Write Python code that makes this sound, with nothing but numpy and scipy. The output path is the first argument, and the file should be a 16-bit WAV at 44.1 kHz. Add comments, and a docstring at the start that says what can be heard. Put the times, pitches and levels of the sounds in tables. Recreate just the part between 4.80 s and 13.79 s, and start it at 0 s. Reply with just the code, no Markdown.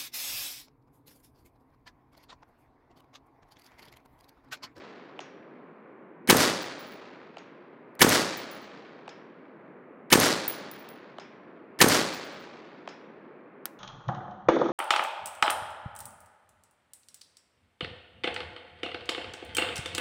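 """Slow, close rifle shots in a hushed conifer forest. We open on the tail of a shot rolling away, and a
far steel target answers. Four more follow, one cued by a faint trigger click. Each time the action
rattles, the blast slaps back off ground and trunks and the bolt slams shut; as the echo rolls off through
the wood, the brass case tinkles on gravel, and a second after the bang the target answers again.
At the end the safety clicks on."""
import sys
import numpy as np
from scipy import signal
from scipy.fft import rfft, irfft, next_fast_len
from scipy.io import wavfile
from scipy.ndimage import uniform_filter1d

SR = 44100
rng = np.random.default_rng(int(sys.argv[2]) if len(sys.argv) > 2 else 0)


def dump(signal):
    """Clip the signal to [-1, 1] and save it as 16-bit WAV at the path in sys.argv[1]."""
    limited = np.clip(np.atleast_2d(signal).T, -1, 1)
    pcm = np.round(limited * 32767).astype(np.int16)
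    wavfile.write(sys.argv[1], SR, pcm)


N = 396455
TAIL_SAMPLES = 2 ** 17

# EQ of the forest bed, the lever snap and the target's far echo: freq_hz, gain_db
HUSH_EQ = [(25, -49), (60, -36), (100, -21), (160, -5), (260, 0), (400, 0), (560, -5), (780, -11),
           (1050, -10), (1500, -15), (2300, -21), (3200, -41), (5000, -61), (15000, -64)]
LEVER_EQ = [(30, -48), (200, -20), (550, -5), (1000, -8), (1550, -1), (2300, -13), (3200, -6), (5000, -11),
            (7500, -16), (10000, -10), (12500, 0), (15000, -4), (16000, -18)]
FAR_ECHO_EQ = [(30, -45), (150, -18), (400, -3), (1000, 0), (2500, -3), (4000, -12), (6500, -25),
               (8500, -40), (12000, -60)]
# cues for the trigger, then the safety: start_s, level_db
LEVER_CUES = [(3.1525, -50), (8.8558, -20.5)]
# bullets at the target, each spot favouring one pitch: start_s, crack_db, ring_db, favoured_hz
HIT_CUES = [(.3915, -29, -53, 6200), (2.5695, -33, -63, 6400), (4.2788, -32, -56, 4900),
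            (6.3843, -31, -55, 5000), (8.0757, -29, -53, 4900)]
# modes of the steel plate and of a brass case (retuned for each case): pitch_hz, level_db, t60_s
STEEL_MODES = [(3380, -2, .55), (4945, -7, .4), (5262, 0, .3), (5696, -8, .6), (6056, -9, .28),
               (6627, 0, .2), (7436, -15, .18), (7637, -12, .18)]
BRASS_MODES = [(10710, -15, .26), (10760, -15, .26), (14730, -17, .18), (15090, -7, .22), (15130, 0, .14)]
# falling cases: start_s, hop_s, landing_db, rebound_db, tick_db, other_end_s, last_loss_db, pitch_hz
CASE_CUES = [(1.8215, .171, -47, -47, -60, .076, 7, 10950), (3.573, .14, -41, -46, -46, .036, 16, 10790),
             (5.6795, .2343, -24, -44, -38, .079, 4, 10710), (7.337, .1075, -43, -53, -60, .153, 10, 10860)]
# EQ of the muzzle blast, its scatter in the clearing and its echo from the wood: freq_hz, gain_db
BLAST_EQ = [(25, -26), (90, -4), (400, -1), (550, -2), (700, -6), (900, 0), (1250, -4), (1700, 1),
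            (2700, -4), (4000, -5), (6200, -8), (7500, -11), (11000, -11.5), (15500, -15.5)]
CLEARING_EQ = [(25, -24), (70, -4), (150, -2), (260, -4), (450, -4), (650, -4), (1000, -3), (1800, -3),
               (2400, -11), (4000, -13), (6300, -12), (10000, -18), (15500, -23)]
WOOD_EQ = [(25, -32), (70, -18), (130, -9), (200, -4), (350, -2), (600, -4), (800, -7), (1100, -8),
           (1700, -8), (2800, -13), (4500, -10), (6500, -15), (10000, -21), (15500, -29)]
# what the air absorbs: freq_hz, loss_db_per_s
AIR_LOSS = [(50, 15), (150, 10), (400, 1.5), (1000, .5), (2500, 2), (4500, 16), (7000, 31), (10000, 58),
            (15000, 105)]
# two near slaps, off the ground and then the nearest trunk: delay_s, level_db, pitch_hz
NEAR_SLAPS = [(.0128, -9, 420), (.0321, -6.5, 330)]
# resonances of the rifle as it fires and as the bolt closes: centre_hz, width_hz, level_db
ACTION_BANDS = [(290, 220, -3.5), (1780, 170, 0), (2200, 220, -3), (3000, 130, -8)]
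BOLT_BANDS = [(600, 150, -6), (6300, 500, -2), (9300, 900, -3), (12000, 2000, 0)]
# shots, the first already rolling away as we open: start_s, bolt_delay_s, bolt_db
SHOT_CUES = [(-.68, .074, -22), (1.4972, .0705, -21), (3.216, .0745, -20), (5.3253, .074, -20.5),
             (7.0124, .072, -20)]


def amp(db):
    return 10 ** (np.asarray(db) / 20)


def unit_rms(x):
    return x / np.sqrt(np.mean(x ** 2) + 1e-20)


def curve_at(points, hz):
    freq_hz, value = np.transpose(points)
    return np.interp(np.log(hz + 1), np.log(freq_hz), value)


def add(mix, start_s, sound):
    start = round(start_s * SR)
    sound = sound[max(-start, 0):]
    part = mix[max(start, 0):][:len(sound)]
    part += sound[:len(part)]


def clock(size):
    return np.arange(size) / SR


def fade(t, t60, hold_s=0):
    """Holds full level, then falls 60 dB every t60 seconds."""
    return np.exp(-np.log(1000) * np.maximum(t - hold_s, 0) / t60)


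def colour(x, eq):
    """Runs x through an EQ curve, at rms 1."""
    size = next_fast_len(len(x), True)
    gain = amp(curve_at(eq, np.fft.rfftfreq(size, 1 / SR)))
    return unit_rms(irfft(rfft(x, size) * gain, size)[:len(x)])


def burst(eq, envelope):
    """Enveloped noise through a minimum-phase EQ, so even the attack carries the colour."""
    hz = abs(np.fft.fftfreq(len(envelope), 1 / SR))
    log_gain = np.log(unit_rms(amp(curve_at(eq, hz))))
    causal = np.exp(np.conj(signal.hilbert(log_gain)))
    return np.fft.ifft(np.fft.fft(rng.standard_normal(len(envelope)) * envelope) * causal).real


def rattle(bands, size):
    """Noise in a few resonances, at rms 1."""
    hz = np.fft.rfftfreq(size, 1 / SR)
    gain = sum(amp(db) / np.sqrt(width) / (1 + (2 * (hz - f) / width) ** 2) for f, width, db in bands)
    return unit_rms(irfft(rfft(rng.standard_normal(size)) * gain, size))


def ring(modes, t):
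    """Dying sines of struck metal."""
    return sum(amp(db) * fade(t, t60) * np.sin(2 * np.pi * (hz * t + rng.random()))
               for hz, db, t60 in modes)


def forest_hush(level_db=-50.5, waver_db=.5):
    """The bed: a low, steady rush of distant forest."""
    waver = unit_rms(uniform_filter1d(rng.standard_normal(N), size=6000))
    return amp(level_db) * colour(rng.standard_normal(N), HUSH_EQ) * amp(waver_db * waver)


def steel_target(top_hz=3300, low_hz=560, sweep_s=.0011, spot_hz=800, strike_delay_s=.013):
    """Far downrange: the bullet's crack, smeared into a falling chirp, then the plate and its echo."""
    out, t = np.zeros(N), clock(size=32768)
    cycles = np.cumsum(low_hz + (top_hz - low_hz) * np.exp(-t / sweep_s)) / SR
    chirp = np.sin(2 * np.pi * cycles) * np.exp(-((t - .0028) / .0021) ** 2) * np.minimum(t / .0008, 1)
    for start_s, crack_db, ring_db, favoured_hz in HIT_CUES:
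        snap = burst([(30, -40), (600, 0), (1900, -3), (2900, 3), (4500, -15), (8500, -26),
                      (12000, -48)], fade(t, t60=.014))
        add(out, start_s, amp(crack_db) * (chirp + amp(-5) * snap))
        modes = [(hz, db - 12 * np.tanh(abs(hz - favoured_hz) / spot_hz) ** 2, t60)
                 for hz, db, t60 in STEEL_MODES]
        splash = burst([(30, -35), (500, 0), (2000, -3), (4500, -2), (6500, -6), (8500, -25),
                        (12000, -48)], fade(t, t60=.03))
        echo = burst(FAR_ECHO_EQ, fade(t, t60=.6))
        strike = amp(ring_db) * ring(modes, t) + amp(crack_db - 13) * splash + amp(crack_db - 20) * echo
        add(out, start_s + strike_delay_s, strike)
    return out


def levers():
    """Trigger and safety snap over their catches; nearby brush returns a faint, duller tail."""
    out, t = np.zeros(N), clock(size=16384)
    for start_s, level_db in LEVER_CUES:
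        snap = burst(LEVER_EQ, fade(t, t60=.01))
        decay = fade(t, t60=.05) + amp(-15) * fade(t, t60=.34)
        tail = burst([(30, -35), (500, 0), (1600, 0), (3500, -9), (15000, -14)], decay)
        add(out, start_s, amp(level_db) * (snap + amp(-21) * tail))
    return out


def bounces(hop_s, landing_db, rebound_db, tick_db, other_end_s, last_loss_db, hop_ratio=.748):
    """A case lands and bounces twice; its other end taps sometime after the first rebound."""
    return [(0, landing_db, tick_db),  # delay_s, ring_db, tick_db
            (hop_s, rebound_db, tick_db),
            (hop_s + other_end_s, rebound_db - 7, tick_db - 14),
            (hop_s * (1 + hop_ratio), rebound_db - last_loss_db, tick_db - last_loss_db)]


def brass_cases():
    """Spent brass ticks on stone and rings in close, beating modes; tumbling flutters the ring."""
    out, t = np.zeros(N), clock(size=16384)
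    for start_s, *fall, pitch_hz in CASE_CUES:
        for delay_s, ring_db, tick_db in bounces(*fall):
            tick = burst([(200, -30), (2000, -5), (5000, 0), (8500, 0), (15000, -3)], fade(t, t60=.007))
            tumble = 1 + .35 * np.cos(2 * np.pi * rng.uniform(40, 65) * t)
            tinkle = ring(BRASS_MODES, t * pitch_hz / BRASS_MODES[0][0])  # lowest mode at pitch_hz
            add(out, start_s + delay_s, amp(ring_db) * tumble * tinkle + amp(tick_db) * tick)
    return out


def stirred_air(paths, steady_hz):
    """The trees stand still, so echoes repeat from shot to shot; moving air reshuffles the treble."""
    kept = 1 / (1 + (np.fft.rfftfreq(TAIL_SAMPLES, 1 / SR) / steady_hz) ** 2)
    fresh = rfft(rng.standard_normal(TAIL_SAMPLES))
    return irfft(kept * rfft(paths) + np.sqrt(1 - kept ** 2) * fresh, TAIL_SAMPLES)


def wood_echo(paths, t, swell_s=.122, rise=4.2, spread=3.58):
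    """The tail swells as the blast reaches the trees, then thins with distance as the air dulls it."""
    hz, frame_s, spectra = signal.stft(colour(paths, WOOD_EQ), SR, nperseg=512)
    loss_db = curve_at(AIR_LOSS, hz)[:, None] * np.maximum(frame_s - swell_s, 0)
    echo = signal.istft(spectra * amp(-loss_db), SR, nperseg=512)[1][:TAIL_SAMPLES]
    reach = (t + 1 / SR) / swell_s
    return amp(-19) * echo / (reach ** (-2 * rise) + reach ** (2 * spread)) ** .25


def slap(t, delay_s, level_db, pitch_hz, width_rad):
    """A single reflection: one rounded swing of pressure."""
    phase = 2 * np.pi * pitch_hz * (t - delay_s)
    return amp(level_db) * np.sin(phase) * np.exp(-(phase / width_rad) ** 2)


def early_echoes(t, count=10, stand_delay_s=.046, stand_depth_s=.02, thick_hz=250, thin_hz=1900):
    """Slaps off the ground, the nearest trunk, then a stand whose thin trunks answer higher and weaker."""
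    out = sum(slap(t, *near, width_rad=3.3) for near in NEAR_SLAPS)
    for depth, thinness in zip(rng.random(count), np.linspace(0, 1, count) ** 1.5):
        pitch_hz = thick_hz * (thin_hz / thick_hz) ** thinness
        out += slap(t, stand_delay_s + stand_depth_s * depth, -17 - thinness, pitch_hz, width_rad=5.5)
    return out


def muzzle_blast(paths, clumps, t):
    """A short, dense roar from the muzzle, then scatter off the ground and brush of the clearing."""
    near, brush = paths[:2 * len(t)].reshape(2, -1)
    envelope = np.minimum(t / .0006, 1) * fade(t, t60=.2) * fade(t, t60=.027, hold_s=.013)
    roar = colour(near, BLAST_EQ) * envelope
    scatter = colour(brush * clumps[:len(t)], CLEARING_EQ) * np.minimum(t / .014, 1) * fade(t, t60=.42)
    return amp(-8.3) * roar + amp(-17.3) * scatter


def rifle(clump_db=2.2):
    """The hero sound: action and hammer, blast and echoes, a singing spring, the bolt going home."""
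    out, t = np.zeros(N), clock(TAIL_SAMPLES)
    body_t, short_t = clock(SR // 2), clock(size=4096)
    density = unit_rms(uniform_filter1d(rng.standard_normal(TAIL_SAMPLES), size=90))
    clumps = amp(clump_db * density)  # trunks stand in clumps, so the echoes come in patches
    still_paths = rng.standard_normal(TAIL_SAMPLES)
    slapback = early_echoes(body_t)
    swell = np.minimum(short_t / .006, 1) * fade(short_t, t60=.03, hold_s=.014)
    slam = np.minimum(short_t / .001, 1) * fade(short_t, t60=.022, hold_s=.002)
    for start_s, bolt_delay_s, bolt_db in SHOT_CUES:
        fizz = burst(BLAST_EQ, short_t < .023)  # a faint lead-in to the bang
        add(out, start_s - .0228, amp(-34) * fizz)
        add(out, start_s - .011, amp(-18) * rattle(ACTION_BANDS, len(short_t)) * swell)
        hammer = rattle([(10000, 1800, 0), (14000, 2500, -2)], len(short_t)) * fade(short_t, t60=.018)
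        add(out, start_s - .0074, amp(-20) * hammer)
        paths = stirred_air(still_paths, steady_hz=5000)
        add(out, start_s, muzzle_blast(paths, clumps, body_t) + slapback)
        add(out, start_s, wood_echo(paths[::-1] * clumps, t))
        spring = rattle([(8569, 22, 0)], len(body_t)) * fade(body_t, t60=.55)
        add(out, start_s, amp(-35.5) * spring)
        add(out, start_s + bolt_delay_s, amp(bolt_db) * rattle(BOLT_BANDS, len(short_t)) * slam)
    return out


def scene():
    """The mono mix: rifle up front, small metal details and the far target over the forest bed."""
    return (rifle() + brass_cases() + steel_target() + levers() + forest_hush())[None]


def record(dry, ceiling=.9, cutoff_hz=16000):
    """Soft-clips the loudest peaks, then trims the extreme top."""
    rounded = dry / (1 + (dry / ceiling) ** 6) ** (1 / 6)
    lowpass = signal.firwin(511, cutoff_hz, window=("kaiser", 9), fs=SR)
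    return signal.oaconvolve(rounded, lowpass[None], "same")


dry = scene()
out = record(dry)
dump(out)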